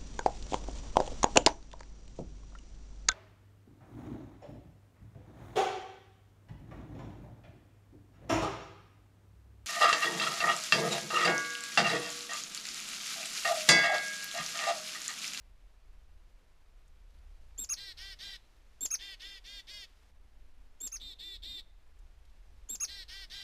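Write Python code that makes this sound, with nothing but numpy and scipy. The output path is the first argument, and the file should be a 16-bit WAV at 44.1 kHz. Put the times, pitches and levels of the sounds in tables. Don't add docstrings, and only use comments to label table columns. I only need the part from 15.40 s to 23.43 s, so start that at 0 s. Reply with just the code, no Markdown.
import sys
import numpy as np
from scipy import signal
from scipy.fft import rfft, irfft
from scipy.io import wavfile
from scipy.ndimage import uniform_filter1d

SR = 44100
rng = np.random.default_rng(int(sys.argv[2]) if len(sys.argv) > 2 else 0)


def to_wav(s):
    ch = np.atleast_2d(s).T
    pcm = np.round(np.clip(ch, -1, 1) * 32767)
    wavfile.write(sys.argv[1], SR, pcm.astype(np.int16))


def gain_from_db(level_db):
    decades = np.asarray(level_db, float) / 20
    return 10 ** decades


N = 354123

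# (time [s], level [dB])
MID_NOISE = [(0, -86.5), (1.5, -85.5), (2.95, -73), (3.02, -79.5), (3.4, -79.5), (4.45, -76.5), (4.705, -78.5),
             (4.715, -89), (6.2, -81.5), (6.26, -90.5), (6.6, -83.5), (8.03, -76.5)]


def rms_one(x):
    return x / np.sqrt(np.mean(x ** 2) + 1e-20)


def at_hz(points, hz):
    point_hz, point_db = np.transpose(points)
    return np.interp(np.log(hz), np.log(point_hz), point_db)


def in_time(rows):
    return np.interp(np.arange(N) / SR, *np.transpose(rows))


def ramps(length, rise_s, fall_s):
    t = np.arange(length) / SR
    return np.clip(t / rise_s, 0, 1) * np.clip(t[::-1] / fall_s, 0, 1)


def drift(shape, rate):
    settle = 10000
    r = np.exp(-2 * np.pi * rate / SR)
    white = rng.standard_normal((shape[0], shape[1] + settle))
    return rms_one(signal.lfilter([1], [1, -2 * r, r * r], white)[:, settle:])


def resonance(x, hz, width):
    r = np.exp(-np.pi * width / SR)
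    zeros = np.array([1, 0, -1]) * (1 - r * r) / 2
    return signal.lfilter(zeros, [1, -2 * r * np.cos(2 * np.pi * hz / SR), r * r], x)


def add(out, start, x):
    out[start:start + len(x)] += x[:max(N - start, 0)]


def rumble(white):
    # (centre [Hz], width [Hz], level [dB])
    rumble_bands = [(11.6, 2.9, -1), (32.8, 16, 1), (68.3, 2.6, -9.5), (48.5, 28, -18)]
    # (time [s], level [dB])
    traffic = [(0, -51), (.36, -60), (.55, -54.5), (1.1, -60), (1.9, -53.5), (2.5, -56.5), (3.1, -59),
               (4.5, -60.5), (4.92, -55), (5.4, -60.5), (5.62, -52.5), (5.84, -59.5), (6.0, -51.5),
               (6.45, -57), (7.1, -54), (7.45, -56.5), (7.9, -55), (8.03, -62)]
    # (start [s], end [s], level [dB])
    drone_away = (3.45, 6.45, -5.0)
    away_start_s, away_end_s, sink_db = drone_away
    t = np.arange(N) / SR
    away = 1.0 * (t > away_start_s) * (t < away_end_s)
    away_db = sink_db * uniform_filter1d(away, size=SR // 4)
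    total = np.zeros(N)
    for k, (hz, width, db) in enumerate(rumble_bands):
        pole_width = width * 1.26
        band = resonance(resonance(white[k], hz, pole_width), hz, pole_width)
        total += gain_from_db(db + away_db * (k == 2)) * rms_one(band)
    return gain_from_db(in_time(traffic) + 1.7) * rms_one(total)


def background():
    # (time [s], level [dB])
    gusts = [(.6, -77.5), (1.03, -74.5), (1.77, -65.5), (2.03, -72.5), (2.86, -62.5), (3.56, -94),
             (5.03, -70.5), (5.461, -74.5), (5.61, -63), (5.95, -89), (7.13, -68.5), (7.34, -61.5),
             (7.94, -60)]
    # (frequency [Hz], density [dB per Hz])
    hiss_spectrum = [(53, -45), (96, -6), (183, -11), (600, -11), (1500, -15), (2500, -17), (4000, -21.5),
                     (9000, -30)]
    gust_s, calm_db = 0.055, -82
    top_hz, top_db = 12800, -39.5
    t, white = np.arange(N) / SR, rng.standard_normal((5, N))

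    gust_db = calm_db + sum((db - calm_db) * np.exp(-((t - s) / gust_s) ** 2) for s, db in gusts)
    low_band = signal.butter(2, [100, 200], "band", fs=SR, output="sos")
    gust = signal.sosfilt(low_band, white[3])
    gust = rms_one(gust * gain_from_db(1.6 * drift((1, N), rate=30)[0]))

    mid_noise_db = in_time(MID_NOISE)
    hiss_db = -72 + 0.22 * (mid_noise_db - mid_noise_db.mean()) + 0.061 * (gust_db - gust_db.mean())
    hz = np.maximum(np.fft.rfftfreq(N, 1 / SR), 1)
    density_db = np.where(hz > top_hz, top_db, at_hz(hiss_spectrum, hz))
    hiss = rms_one(irfft(rfft(white[4]) * gain_from_db(density_db) * (hz > 80), N))
    hiss = hiss * gain_from_db(0.8 * drift((1, N), rate=29)[0])
    return rumble(white) + gain_from_db(gust_db - 10.0) * gust + gain_from_db(hiss_db) * hiss


def mid_noise():
    mid_high = signal.butter(2, [1500, 6500], "band", fs=SR, output="sos")
    return gain_from_db(in_time(MID_NOISE)) * rms_one(signal.sosfilt(mid_high, rng.standard_normal(N)))


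def ticks():
    # (time [s], peak level [dB], resonance [Hz])
    snaps = [(1.479, -72, 7060), (1.7044, -74, 3950), (1.7429, -73, 3290), (1.7864, -75, 4270),
             (6.5894, -71.5, 7020), (6.8523, -70, 3290), (6.8964, -74, 4270)]
    out, t = np.zeros(N), np.arange(400) / SR
    for s, db, hz in snaps:
        snap = rms_one(resonance(rng.standard_normal(400), hz, width=1700))
        add(out, round(s * SR), gain_from_db(db + 2.5) * snap * np.exp(-t / 0.0077))
    return out


def whistle(arch, kind):
    # (time [s], half width [s], depth [0-1])
    nulls = [(2.2065, 0.0019, 1), (2.235, 0.0043, 0.6), (2.332, .002, 0.6), (3.424, 0.0093, 0.4),
             (3.444, 0.0052, 0.76), (5.427, 0.0056, 0.76), (5.461, 0.0016, 0.9), (5.555, 0.0014, 0.5)]
    start_s, end_s, top_hz, start_hz, level_db = arch
    end_hz, plunge_s, attack_s, release_s, swell_db = kind
    t = np.arange(start_s, end_s, 1 / SR)
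    since, left = t - start_s, end_s - t

    rise_hz = (top_hz - start_hz) * np.exp(-since / 0.0047)
    plunge_hz = (top_hz - end_hz) * np.exp(-left / plunge_s)
    hz = top_hz - rise_hz - plunge_hz
    hz = hz - 220 * np.exp(-since / 0.02086)

    climb = np.clip((top_hz - start_hz) / 1000, 0, 1)
    db = level_db + swell_db * (t - t.mean())
    db = db - 12 * climb * np.clip(1 - since / attack_s, 0, 1)
    db = db - 10.5 * np.clip(1 - left / release_s, 0, 1)

    dips = np.ones(len(t))
    for s, half, depth in nulls:
        dips *= 1 - np.clip(depth, 0, 1) * np.exp(-((t - s) / half) ** 2)
    waver = drift((2, len(t)), rate=50)
    breath = drift((2, len(t)), rate=1100)
    phase = 2 * np.pi * np.cumsum(hz * (1 + 0.0019 * waver[0])) / SR
    tone = dips * gain_from_db(1.1 * waver[1]) * np.sin(phase)
    tone = tone + gain_from_db(-27.5) * (breath[0] * np.sin(phase) + breath[1] * np.cos(phase))
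    envelope = gain_from_db(db) * ramps(len(t), rise_s=0.00039, fall_s=0.00054)
    return round(start_s * SR), np.sqrt(2) * envelope * tone


def effort(note, hold):
    start_s, length_s, level_db, top_hz, climb_s = note
    rough, bright_db, sag_hz, swell_db = hold
    t = np.arange(round(length_s * SR)) / SR
    left = length_s - t
    db = level_db + swell_db * (t - length_s / 2)
    db = db - 15.5 * np.exp(-t / 0.011) - 19 * np.exp(-left / 0.005)
    hz = top_hz - (top_hz - 350.4) * np.exp(-(t / climb_s) ** 2)
    hz = hz - sag_hz * t - 40.9 * np.exp(-left / 0.02)
    opening, closing = np.exp(-(t / 0.043) ** 2), np.exp(-(left / 0.0075) ** 2)
    rough = rough + (1 - rough) * opening + (0.83 - rough) * closing
    return round(start_s * SR), db, hz, rough, bright_db + 2.5 * opening


def buzz(note, hold, partials_db):
    start, db, hz, rough, tilt_db = effort(note, hold)
    order = np.arange(3, 3 + len(partials_db))[:, None]
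    shape = (len(order), len(hz))
    rough = np.maximum(rough, 0) ** 1.25 * np.minimum(order / 8.0, 1.05)
    rough = np.clip(rough, 0, 1)

    jitter = 1 + 0.004 * drift((1, len(hz)), rate=60)[0]
    phase = order * 2 * np.pi * np.cumsum(hz * jitter) / SR
    phase = phase + 1.1 * drift(shape, rate=12.2)
    phase = phase + 0.2187 * order ** 2

    fading_db = 2.5 * np.clip(order / 11.0 - 0.3, 0, 1) * drift(shape, rate=21)
    colour_db = np.interp(order * hz / np.median(hz), order[:, 0], partials_db)
    gain = gain_from_db(colour_db + tilt_db * np.log2(order / 9.0) + fading_db)

    blur = drift(shape, rate=220) * np.sin(phase) + drift(shape, rate=300) * np.cos(phase)
    partials = np.sqrt(1 - rough ** 2) * np.sin(phase) + rough * blur / np.sqrt(2)
    stack = np.sum(gain * partials, axis=0)
    even = np.sqrt(np.sum(gain ** 2, axis=0) / 2)
    return start, gain_from_db(db) * ramps(len(hz), rise_s=0.0028, fall_s=0.0015) * stack / even


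def birds():
    # (start [s], end [s], top [Hz], start pitch [Hz], level [dB])
    arches = [(2.178, 2.25, 7606, 6510, -39), (2.29, 2.344, 6778, 4944, -32.5),
              (3.408, 3.465, 7603, 7400, -33.5), (3.504, 3.558, 6715, 5080, -33),
              (5.403, 5.48, 7604, 6700, -40), (5.517, 5.572, 6725, 5200, -41.5)]
    # (end [Hz], plunge [s], attack [s], release [s], swell [dB per s])
    arch_kinds = [
        (3890, .004, 0.008, 0.006, 50.0),
        (4090, .0073, 0.01, 0.0098, 56),
    ]
    # (start [s], length [s], level [dB], top pulse rate [Hz], climb [s])
    notes_a = [(2.362, 0.17, -47.5, 411.5, 0.025), (2.569, 0.18, -48.5, 399, 0.046),
               (2.786, .186, -47, 407.7, .036)]
    notes_b = [(3.587, .17, -48, 405, 0.031), (3.795, 0.2, -50, 408.6, 0.045),
               (4.039, .174, -49.5, 403, 0.03), (4.268, 0.19, -49, 426.5, 0.031)]
    notes_c = [(5.596, 0.15, -49, 420.3, 0.024), (5.785, 0.19, -48, 407.7, 0.042),
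               (6.02, .193, -46.5, 418.5, .038)]
    # (partial [number], level [dB])
    throat_a = [(3, -28.5), (4, -9), (5, -2.5), (6, -11), (7, -13), (8, -4), (9, -6), (10, -1.5),
                (11, -7.5), (12, -7.5), (13, -9.5), (14, -9), (15, -20), (16, -24)]
    throat_b = [(3, -30.5), (4, -9.5), (5, 0), (6, -7.5), (7, -5), (8, -2), (9, 1.7), (10, -10.5),
                (11, -2.3), (12, -11), (13, -4.5), (14, -12.5), (15, -22), (16, -18.5)]
    throat_c = [(3, -48), (4, -31), (5, -15.5), (6, -19), (7, -19), (8, -12), (9, 1), (10, -5.5),
                (11, -10.5), (12, -24.5), (13, -23), (14, -23), (15, -40), (16, -36)]
    hoarse = [.27, .44, .58, .46, .46, .22, .17, .14, .2, .24]
    # (brightness [dB per octave], pitch sag [Hz per s], swell [dB per s])
    note_holds = [(2.4, 170.5, -14), (2.6, 38.5, -15), (2.5, 90.5, -10), (1.5, 80, -20), (2.5, 80.5, -32),
                  (3, -29.5, 17), (3, 159, -10), (5, 212.5, -20), (3, 112, -6), (1.5, 121, 1)]
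    # (partial [number], level [dB], other partial [number], its level [dB])
    accents = [(11, 8.5, 8, -3), (12, 1.5, 10, -7.5), (10, 2, 11, -4.5), (8, 2, 12, 1), (10, -3, 9, -0.5),
               (14, 2.5, 13, -4), (12, 5, 14, 2.5), (8, -7, 14, -3), (9, -1.5, 8, -13), (8, -2, 12, 4)]
    again_s = 5.1105
    first, others = np.zeros(N), np.zeros(N)
    for k, arch in enumerate(arches):
        add(first if k < 2 else others, *whistle(arch, arch_kinds[k % 2]))

    holds = zip(hoarse, note_holds, accents)
    for out, notes, throat in [(first, notes_a, throat_a), (others, notes_b, throat_b),
                               (others, notes_c, throat_c)]:
        partial, throat_db = np.arange(3, 3 + len(throat)), np.array(throat)[:, 1]
        for note in notes:
            rough, hold, (one, one_db, other, other_db) = next(holds)
            db = throat_db + one_db * (partial == round(one)) + other_db * (partial == round(other))
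            upper_db = db[-1] - 1.5 * np.array([1, 2])
            add(out, *buzz(note, (rough, *hold), np.append(db, upper_db)))
    add(others, round(again_s * SR), first)
    return first + others


def wood(x):
    # (delay [s], level [dB])
    trunks = [(.0021, -32.5), (.0047, -25), (.0073, -18.5), (0.0097, -20.5)]
    near_db, near_t60_s, far_db, far_t60_s = -10, 0.11, -28, 0.65
    t = np.arange(SR) / SR
    near = rms_one(rng.standard_normal(SR) * gain_from_db(-60 * t / near_t60_s)) * gain_from_db(near_db)
    air_loss = signal.butter(4, 4600, fs=SR, output="sos")
    dull = signal.sosfilt(air_loss, rng.standard_normal(SR))
    far = rms_one(dull * gain_from_db(-60 * t / far_t60_s)) * gain_from_db(far_db)
    response = (near + far) / np.sqrt(SR)
    response[0] = 1
    for delay_s, db in trunks:
        response[round(delay_s * SR)] += gain_from_db(db)
    return signal.fftconvolve(x, response)[:N]


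def motor():
    # (start [s], end [s], pitch [Hz], level [dB])
    hum = (4.72, 5.42, 254.5, -84.5)
    start_s, end_s, hz, db = hum
    out, length = np.zeros(N), round((end_s - start_s) * SR)
    tone = resonance(resonance(rng.standard_normal(SR), hz, width=7.7), hz, width=8.7)
    tone = rms_one(tone)[-length:]
    add(out, round(start_s * SR), gain_from_db(db) * ramps(length, rise_s=0.019, fall_s=0.05) * tone)
    return out


def scene():
    return (background() + mid_noise() + ticks() + wood(birds()) + motor())[None]


def top_cut(x):
    return signal.sosfilt(signal.butter(12, 16520, fs=SR, output="sos"), x)


def record(dry):
    high_rate = 48000
    taken = np.arange(N * high_rate // SR + 1) * SR // high_rate
    repeated = dry[:, np.minimum(taken, N - 1)]
    back = signal.resample_poly(repeated, 147, 160, axis=1)[:, :N]
    low_pass = signal.cheby2(14, 60, 16120, fs=SR, output="sos")
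    return top_cut(signal.sosfilt(low_pass, back))


dry = scene()
out = record(dry)
to_wav(out)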